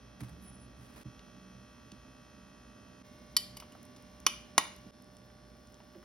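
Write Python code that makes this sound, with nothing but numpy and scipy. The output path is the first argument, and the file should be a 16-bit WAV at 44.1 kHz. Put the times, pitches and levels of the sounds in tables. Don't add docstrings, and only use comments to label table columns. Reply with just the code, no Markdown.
import sys
import numpy as np
from scipy import signal
from scipy.fft import rfft, irfft
from scipy.io import wavfile
from scipy.ndimage import uniform_filter1d

SR = 44100
rng = np.random.default_rng(int(sys.argv[2]) if len(sys.argv) > 2 else 0)


def transcribe(u):
    v = np.clip(np.atleast_2d(u).T, -1, 1)
    q = np.round(v * 32767).astype(np.int16)
    wavfile.write(sys.argv[1], SR, q)


N = 266364
HZ, T = np.fft.rfftfreq(N, 1 / SR), np.arange(N) / SR

# start in seconds, then changes to the rumble, air and treble in dB,
# and the average number of crackles per second.
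SHOTS = [(0, 1, 0.74, 3.5, 1), (1.034, 0, .13, 6, 1), (3.025, .11, 1.5, 6, 42.5), (4.91, -1.3, -0.4, 6, 46)]
SHOT_PLACES = [0, 0, 1, 2]
# multiple of the mains pitch, then level in dB at places 0, 1, 2.
STRONG_OVERTONES = [(10, -70, -65, -67), (13, -85, -79, -79), (17, -85, -79, -83), (19, -70, -70, -73),
                    (20, -76, -83, -84), (22, -75, -89, -94), (24, -76, -77, -78), (26, -79, -81, -82),
                    (27, -78, -87, -88), (30, -82, -80, -82), (31, -78, -84, -87), (32, -76, -81, -84),
                    (42, -77, -87, -93), (44, -75, -91, -93), (46, -86, -78, -86), (51, -81, -84, -89),
                    (54, -78, -81, -96), (58, -86, -81, -83), (71, -80, -80, -81), (85, -82, -80, -84),
                    (87, -79, -80, -79), (89, -82, -84, -83), (94, -91, -79, -86), (109, -81, -92, -92)]
# frequency in Hz, level in dB.
WEAK_OVERTONES = [(400, -88.5), (1300, -89.5), (2500, -86), (4000, -89), (4600, -93.5), (6000, -89),
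                  (7000, -100), (8300, -104), (13000, -112)]
WEAK_PLACE_DB = [-2.5, -2.5, -5]
# centre in Hz, width in Hz, lift in dB.
HOUSING = [(1810, 110, 20), (3360, 240, 4.5), (5400, 280, 10.5), (6410, 360, 8), (9500, 195, 4),
           (10300, 500, 1)]
# centre in Hz, width in Hz, relative strength in dB.
RUMBLE_PEAKS = [(56.6, 6.3, 1), (68, 31, -8.5), (122.5, 13.6, -4), (187.6, 4.5, 2), (232.4, 87, -7)]
# frequency in Hz, relative level per Hz in dB.
AIR_COLOUR = [(40, -30.5), (60, -2), (150, -1.5), (300, -3), (700, -7), (1500, -15), (3000, -22.5),
              (5300, -21.5), (6600, -25.5), (7100, -44), (8000, -42), (8600, -31.5), (10000, -31.5),
              (13000, -38.5), (15600, -46.5), (16400, -67)]
# start in seconds, peak level in dB, rough centre in Hz.
TICKS = [(.205, -49, 5140), (.2155, -47, 8000), (1.193, -43.5, 3550), (1.918, -39.5, 5000),
         (3.751, -44, 875), (3.830, -44.5, 11400), (3.852, -46.5, 9000), (4.024, -51, 11100),
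         (4.202, -45, 10000), (4.763, -43, 9600), (5.022, -51, 11000), (5.044, -50, 7600),
         (5.168, -45, 6660), (5.301, -52, 1520), (5.672, -50, 8100), (5.7235, -50, 10000),
         (5.743, -47, 5160), (5.803, -48, 1010), (5.947, -51, 1660), (6.028, -52, 1290)]
# loudest moment in seconds, level there in dB,
# then seconds to rise and seconds to fall, each over 20 dB.
BRUSH_STROKES = [(0.207, -47.5, 0.008, 0.019), (.236, -53.5, 0.013, .03), (.29, -58.5, 0.076, 0.11),
                 (.45, -65, .1, 0.22), (.825, -59, 0.062, 0.19), (.985, -53, 0.078, 0.14)]
# frequency in Hz, relative level per Hz in dB.
BRUSH_COLOUR = [(300, 17), (1200, 14), (3000, 8), (6000, 1.5), (11000, 4.5), (15000, -4)]
# start in seconds, peak level in dB, settled pitch in Hz,
# seconds for the main tone to fall 60 dB.
THUDS = [(0.211, -33.5, 120.8, 0.14), (0.299, -43, 69.2, 0.86), (0.497, -51.5, 126, 0.3),
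         (0.781, -46.5, 122.7, 0.24), (1.05, -36.5, 126.5, 0.14), (1.919, -45.5, 192, 0.055),
         (4.264, -32, 268, 0.01), (4.579, -25.5, 233, 0.014), (4.86, -44.5, 189, 0.064),
         (5.951, -44.5, 331.5, 0.12)]
# loudest moment in seconds, level there in dB, middle pitch in Hz,
# then seconds to rise and seconds to fall, each over 20 dB.
SQUEAKS = [(.43, -72, 11250, .05, .04), (.485, -57, 10070, .08, 0.05), (.552, -61, 10100, 0.063, .03),
           (.615, -62, 10100, 0.041, 0.056), (.8, -76, 10100, .08, .03), (.445, -68, 14000, .07, .03),
           (.498, -77, 14100, .03, .03)]
# pitch in Hz, seconds to fall 60 dB before damping,
# then relative strength in dB when struck at the rim, at the wall, at the bottom.
DISH_MODES = [(683, 0.03, -32, -25, -18), (1000, 0.04, -31.5, -11.5, -25), (1076, 0.087, -10, 3, 9),
              (1530, .03, -35, -21, -14), (1850, 0.1, -31, -18.5, -12), (1940, 0.16, -14.5, -20, 2),
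              (2182, 0.082, -16, -8, -1), (2365, 0.077, -40, -21.5, -10), (2360, 0.085, -13, -3.5, -8),
              (2630, 0.093, -34, -9, -26), (2834, 0.078, -31, -3.5, -11), (3002, 0.34, -12, -5, -35),
              (3130, 0.053, -2.5, -5.5, -17), (3200, 0.095, -32, 7, -32), (3510, 0.064, -30, -2, -11),
              (3680, 0.035, -32, -9.5, 11), (4090, 0.037, -24.5, -10.5, 10), (4456, 0.035, 2.5, -18, -11),
              (4540, .09, -8.5, -18, -15), (4740, .04, -2, -24, -6), (4750, 0.15, 2, -16.5, -14),
              (5133, 0.038, 4.5, -2.5, -14), (5390, .08, -10.5, -12, -28), (5483, 0.014, -17, 8, -8),
              (5650, 0.05, -6, -5, -24), (5684, 0.15, -6, -3, -20), (6240, 0.045, -27, 2.5, -4),
              (6800, 0.11, -8, -10.5, -7), (7600, 0.06, -3, -32, -4), (8170, 0.027, -4, -11.5, -10),
              (9185, 0.066, -11.5, -12, -32), (10000, 0.0304, -33, -16, -1), (9975, 0.096, -14, -25.5, -18),
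              (9950, 0.035, -13, -11, -8.5), (9900, 0.13, -9.5, -4, -20), (10400, 0.097, -19, -14, -17.5),
              (10935, 0.063, -8.5, -10, -25), (11230, .09, -14, -26, -28), (11340, .1, -7, -24, -31),
              (12200, 0.043, -14, -15, -31), (12830, .04, -19, -8, -23.5), (13400, 0.064, -3, -9, -19),
              (14300, 0.034, -12, -7, -23)]
# start in seconds, level of the first 10 ms in dB before the bass is cut,
# spot (0 is the rim, 1 the wall, 2 the bottom), brightness in dB per octave.
KNOCKS = [(3.3655, -20, 0.045, 1.5), (3.568, -45.5, 0.071, -2), (3.599, -48, 0.42, -1),
          (3.6224, -51, 1.08, -1), (3.72, -60, 0.36, 0), (3.962, -58.5, 0.13, -4),
          (4.2644, -19, 1.216, 1.7), (4.579, -16.5, 1.503, 2.2)]
# frequency in Hz, seconds to fall 60 dB.
ROOM_RING = [(200, 0.375), (1000, 0.36), (3000, 0.48), (6000, 0.41), (12000, 0.32)]
# frequency in Hz, relative level in dB.
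ROOM_COLOUR = [(300, 4), (1000, 0), (2700, 3), (6000, -4.5), (10500, 0.5), (15000, -4)]
# frequency in Hz, lead in radians.
PORT_LEAD = [(0, 0), (1810, 0.1), (2500, 1.2), (3270, 0.4), (4130, 1.0), (5170, 0.4), (9130, 5.3),
             (11500, 6.8), (12400, 8.5), (14400, 10.6), (15300, 12.6)]
# frequency in Hz, left minus right in dB.
PORT_TILT = [(60, -1.0), (150, -3.5), (380, -5.0), (950, -1.0), (2380, -1.0), (5980, 0.5), (15000, 0.0)]
# frequency in Hz, likeness of the two ports (1 is the same).
PORT_LIKENESS = [(60, 1), (300, 0.92), (640, 0.077), (1400, 0.27), (3000, 0.33), (8000, 1), (15000, 0.93)]

IN_FIRST_SHOT = T < SHOTS[1][0]
MAINS_HZ = 59.98
FIRST_BUZZ_DB = -2
SCATTER_DB = 5
DRIFT_S = 2
RUMBLE_DB, AIR_DB = -57.5, -61.5
BURST_SAMPLES = 800
TICK_MS, TICK_CYCLES = 0.85, 4.5
WAVER_HZ = 45.5
CHATTER_MS, CHATTER_MS_PER_DB, HARD_DB = 2.66, -0.13, -17
DAMPING_RIM, DAMPING_PER_SPOT = 2.76, 1.205
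SOFT_DAMPING_PER_DB = 0.4
LOW_HZ, HIGH_HZ = 45, 15900


def gain_of(db):
    return 10 ** (np.asarray(db) / 20)


def evened(x):
    return x / np.sqrt(np.mean(x ** 2) + 1e-20)


def read(points, hz):
    f, value = np.transpose(points)
    return np.interp(np.log(hz + 1), np.log(f + 1), value)


def add(mix, s, sound):
    part = mix[round(s * SR):][:len(sound)]
    part += sound[:len(part)]


def noise(gain):
    return evened(irfft(rfft(rng.standard_normal((2, N))) * gain, N))


def by_shot(values):
    starts = [row[0] for row in SHOTS]
    return np.asarray(values)[np.searchsorted(starts, T, "right") - 1]


def column(order):
    return by_shot(np.transpose(SHOTS)[order])


def stroke(s, db, rise, fall):
    return gain_of(db - 20 * np.where(T < s, (s - T) / rise, (T - s) / fall))


def ports(first, second=0):
    left = right = rfft(first)
    if not np.isscalar(second):
        same = np.clip(read(PORT_LIKENESS, HZ), 0, 1)
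        right = same * left + np.sqrt(1 - same ** 2) * rfft(second)
    lead = np.interp(HZ, *np.transpose(PORT_LEAD))
    half = gain_of(read(PORT_TILT, HZ) / 2) * np.exp(0.5j * lead)
    return irfft(np.array([left * half, right / half]), N)


def buzz():
    k = np.arange(8, 220)
    hz = k * MAINS_HZ
    lift = sum(db / (1 + (2 * (hz - f) / w) ** 4) for f, w, db in HOUSING)
    scatter = SCATTER_DB * rng.standard_normal((2, 3, len(k)))
    db = read(WEAK_OVERTONES, hz) + lift + scatter + np.array(WEAK_PLACE_DB)[:, None]
    for multiple, *at_places in STRONG_OVERTONES:
        db[..., multiple - k[0]] = at_places
    phase = np.cumsum(1.3 * rng.standard_normal((3, len(k))), axis=1)
    cycle = np.linspace(0, 1, 4096)
    tones = np.cos(2 * np.pi * k[:, None] * cycle + phase[..., None])
    waves = np.sqrt(2) * np.einsum("vpk,pkc->pvc", gain_of(db), tones)
    place = by_shot(SHOT_PLACES)
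    moved = np.clip((T - column(order=0)) / DRIFT_S, 0, 1)
    out = np.zeros(N)
    for n, pair in enumerate(waves):
        before, after = [np.interp(MAINS_HZ * T % 1, cycle, wave) for wave in pair]
        out += (place == n) * ((1 - moved) * before + moved * after)
    return ports(gain_of(FIRST_BUZZ_DB * IN_FIRST_SHOT) * out)


def floor():
    boom = np.sqrt(sum(gain_of(2 * db) / (1 + (2 * (HZ - f) / w) ** 2) ** 2 for f, w, db in RUMBLE_PEAKS))
    rumble = noise(boom) * gain_of(RUMBLE_DB + column(order=1))
    air = noise(gain_of(read(AIR_COLOUR, HZ)))
    treble = irfft(rfft(air) / (1 + (7000 / (HZ + 1)) ** 6), N)
    air = air + treble * (gain_of(column(order=3)) - 1)
    return ports(*(rumble + air * gain_of(AIR_DB + column(order=2))))


def ticks():
    out, ms = np.zeros(N), 1000 * np.arange(BURST_SAMPLES) / SR
    for s, db, hz in TICKS:
        band = signal.butter(2, [hz / 1.78, min(hz * 1.38, SR / 2.5)], "band", fs=SR)
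        fall_ms = TICK_MS + 1000 * TICK_CYCLES / hz
        burst = rng.standard_normal(BURST_SAMPLES) * np.exp(-ms / fall_ms)
        sound = signal.lfilter(*band, burst)
        add(out, s, gain_of(db) * sound / abs(sound).max())
    pops = (rng.random(N) < column(order=4) / SR) * gain_of(-55 + 1.3 * rng.standard_normal(N))
    pop = np.diff(rng.standard_normal(BURST_SAMPLES) * np.exp(-ms / 0.6), 2)
    return out + signal.oaconvolve(pops, pop / abs(pop).max())[:N]


def shuffle():
    grain = gain_of(3.3 * evened(uniform_filter1d(rng.standard_normal(N), 200)))
    strokes = np.sqrt(sum(stroke(*row) ** 2 for row in BRUSH_STROKES)) * IN_FIRST_SHOT
    return noise(gain_of(read(BRUSH_COLOUR, HZ))) * evened(grain) * strokes


def thuds():
    out, t = np.zeros(N), np.arange(SR // 2) / SR
    for s, db, hz, t60 in THUDS:
        turns = 2 * np.pi * hz * (t + 0.0026 * (1 - np.exp(-t / 0.006)))
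        sound = np.sin(turns) + 0.36 * np.sin(0.59 * turns)
        sound += 0.5 * np.sin(1.6 * turns) * np.exp(-t / 0.11)
        sound += (90 / hz) ** 2 * np.sin(2.3 * turns) * np.exp(-t / 0.029)
        sound *= (1 - np.exp(-t / 0.01)) * gain_of(-60 * t / t60)
        add(out, s, gain_of(db) * sound / abs(sound).max())
    return out


def squeaks():
    slips, waver = uniform_filter1d(uniform_filter1d(rng.standard_normal((2, N)), 200), 200)
    turns = np.cumsum(WAVER_HZ * evened(waver)) / SR
    tones = np.zeros(N)
    for s, db, hz, rise, fall in SQUEAKS:
        tones += stroke(s, db, rise, fall) * np.sin(2 * np.pi * (hz * T + turns))
    return np.sqrt(2) * evened(gain_of(2.7 * evened(slips))) * tones


def knocks():
    out, t = np.zeros(N), np.arange(SR // 3) / SR
    hz, t60, *spots = np.transpose(DISH_MODES)
    short_t = t[:BURST_SAMPLES]
    for s, db, spot, bright_db in KNOCKS:
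        ms = max(CHATTER_MS + CHATTER_MS_PER_DB * (db - HARD_DB), 0.5)
        damping = DAMPING_RIM + DAMPING_PER_SPOT * spot + SOFT_DAMPING_PER_DB * max(HARD_DB - db, 0)
        u = 1000 * short_t / ms
        contact = rng.standard_normal(BURST_SAMPLES) * np.exp(-u) * (1 - np.exp(-5 * u))
        spectrum = rfft(contact)
        contact = irfft(spectrum / abs(spectrum)) * np.exp(-u / 3)
        contact /= np.linalg.norm(contact)
        contact[40] += 0.45
        drive = abs(np.exp(2j * np.pi * hz[:, None] * short_t) @ contact)
        level_db = np.array([np.interp(spot, range(len(spots)), mode) for mode in np.transpose(spots)])
        level = gain_of(level_db + bright_db * np.log2(hz / 3000)) / (drive + 0.13)
        level *= (-1) ** np.arange(len(hz))
        fall = gain_of(-60 * damping * t / t60[:, None])
        ring = level @ (fall * np.sin(2 * np.pi * hz[:, None] * t))
        sound = signal.fftconvolve(ring, contact)[:len(t)]
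        add(sound, 0, 0.74 * gain_of(2 * bright_db) * np.diff(contact))
        add(out, s, gain_of(db) * sound / np.std(sound[:SR // 100]))
    return signal.lfilter(*signal.butter(2, 450, "high", fs=SR), out)


def room(x):
    hz, t, z = signal.stft(rng.standard_normal((2, SR // 2)), SR, nperseg=256)
    db = read(ROOM_COLOUR, hz)[:, None] - 60 * t / read(ROOM_RING, hz)[:, None]
    tail = signal.istft(z * gain_of(db), SR, nperseg=256)[1]
    tail *= 1 - np.exp(-(np.arange(tail.shape[1]) / SR / 0.0072) ** 2)
    tail /= np.linalg.norm(tail[0])
    return ports(*signal.fftconvolve(x[None], tail, axes=1)[:, :N])


def scene():
    near = knocks() + ticks() + thuds() + squeaks()
    return ports(near) + gain_of(-15) * room(near) + ports(*shuffle()) + floor() + buzz()


def top_cut(x):
    return signal.sosfilt(signal.butter(12, 17100, fs=SR, output="sos"), x)


def record(dry):
    since_join = T - column(order=0)
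    fade = np.where(IN_FIRST_SHOT, 1, 0.13 + 0.85 * np.clip(since_join / 0.027, 0, 1))
    band = signal.sosfilt(signal.butter(2, LOW_HZ, "high", fs=SR, output="sos"), dry * fade)
    band = signal.sosfilt(signal.butter(16, HIGH_HZ, fs=SR, output="sos"), band)
    return top_cut(band)


dry = scene()
out = record(dry)
transcribe(out)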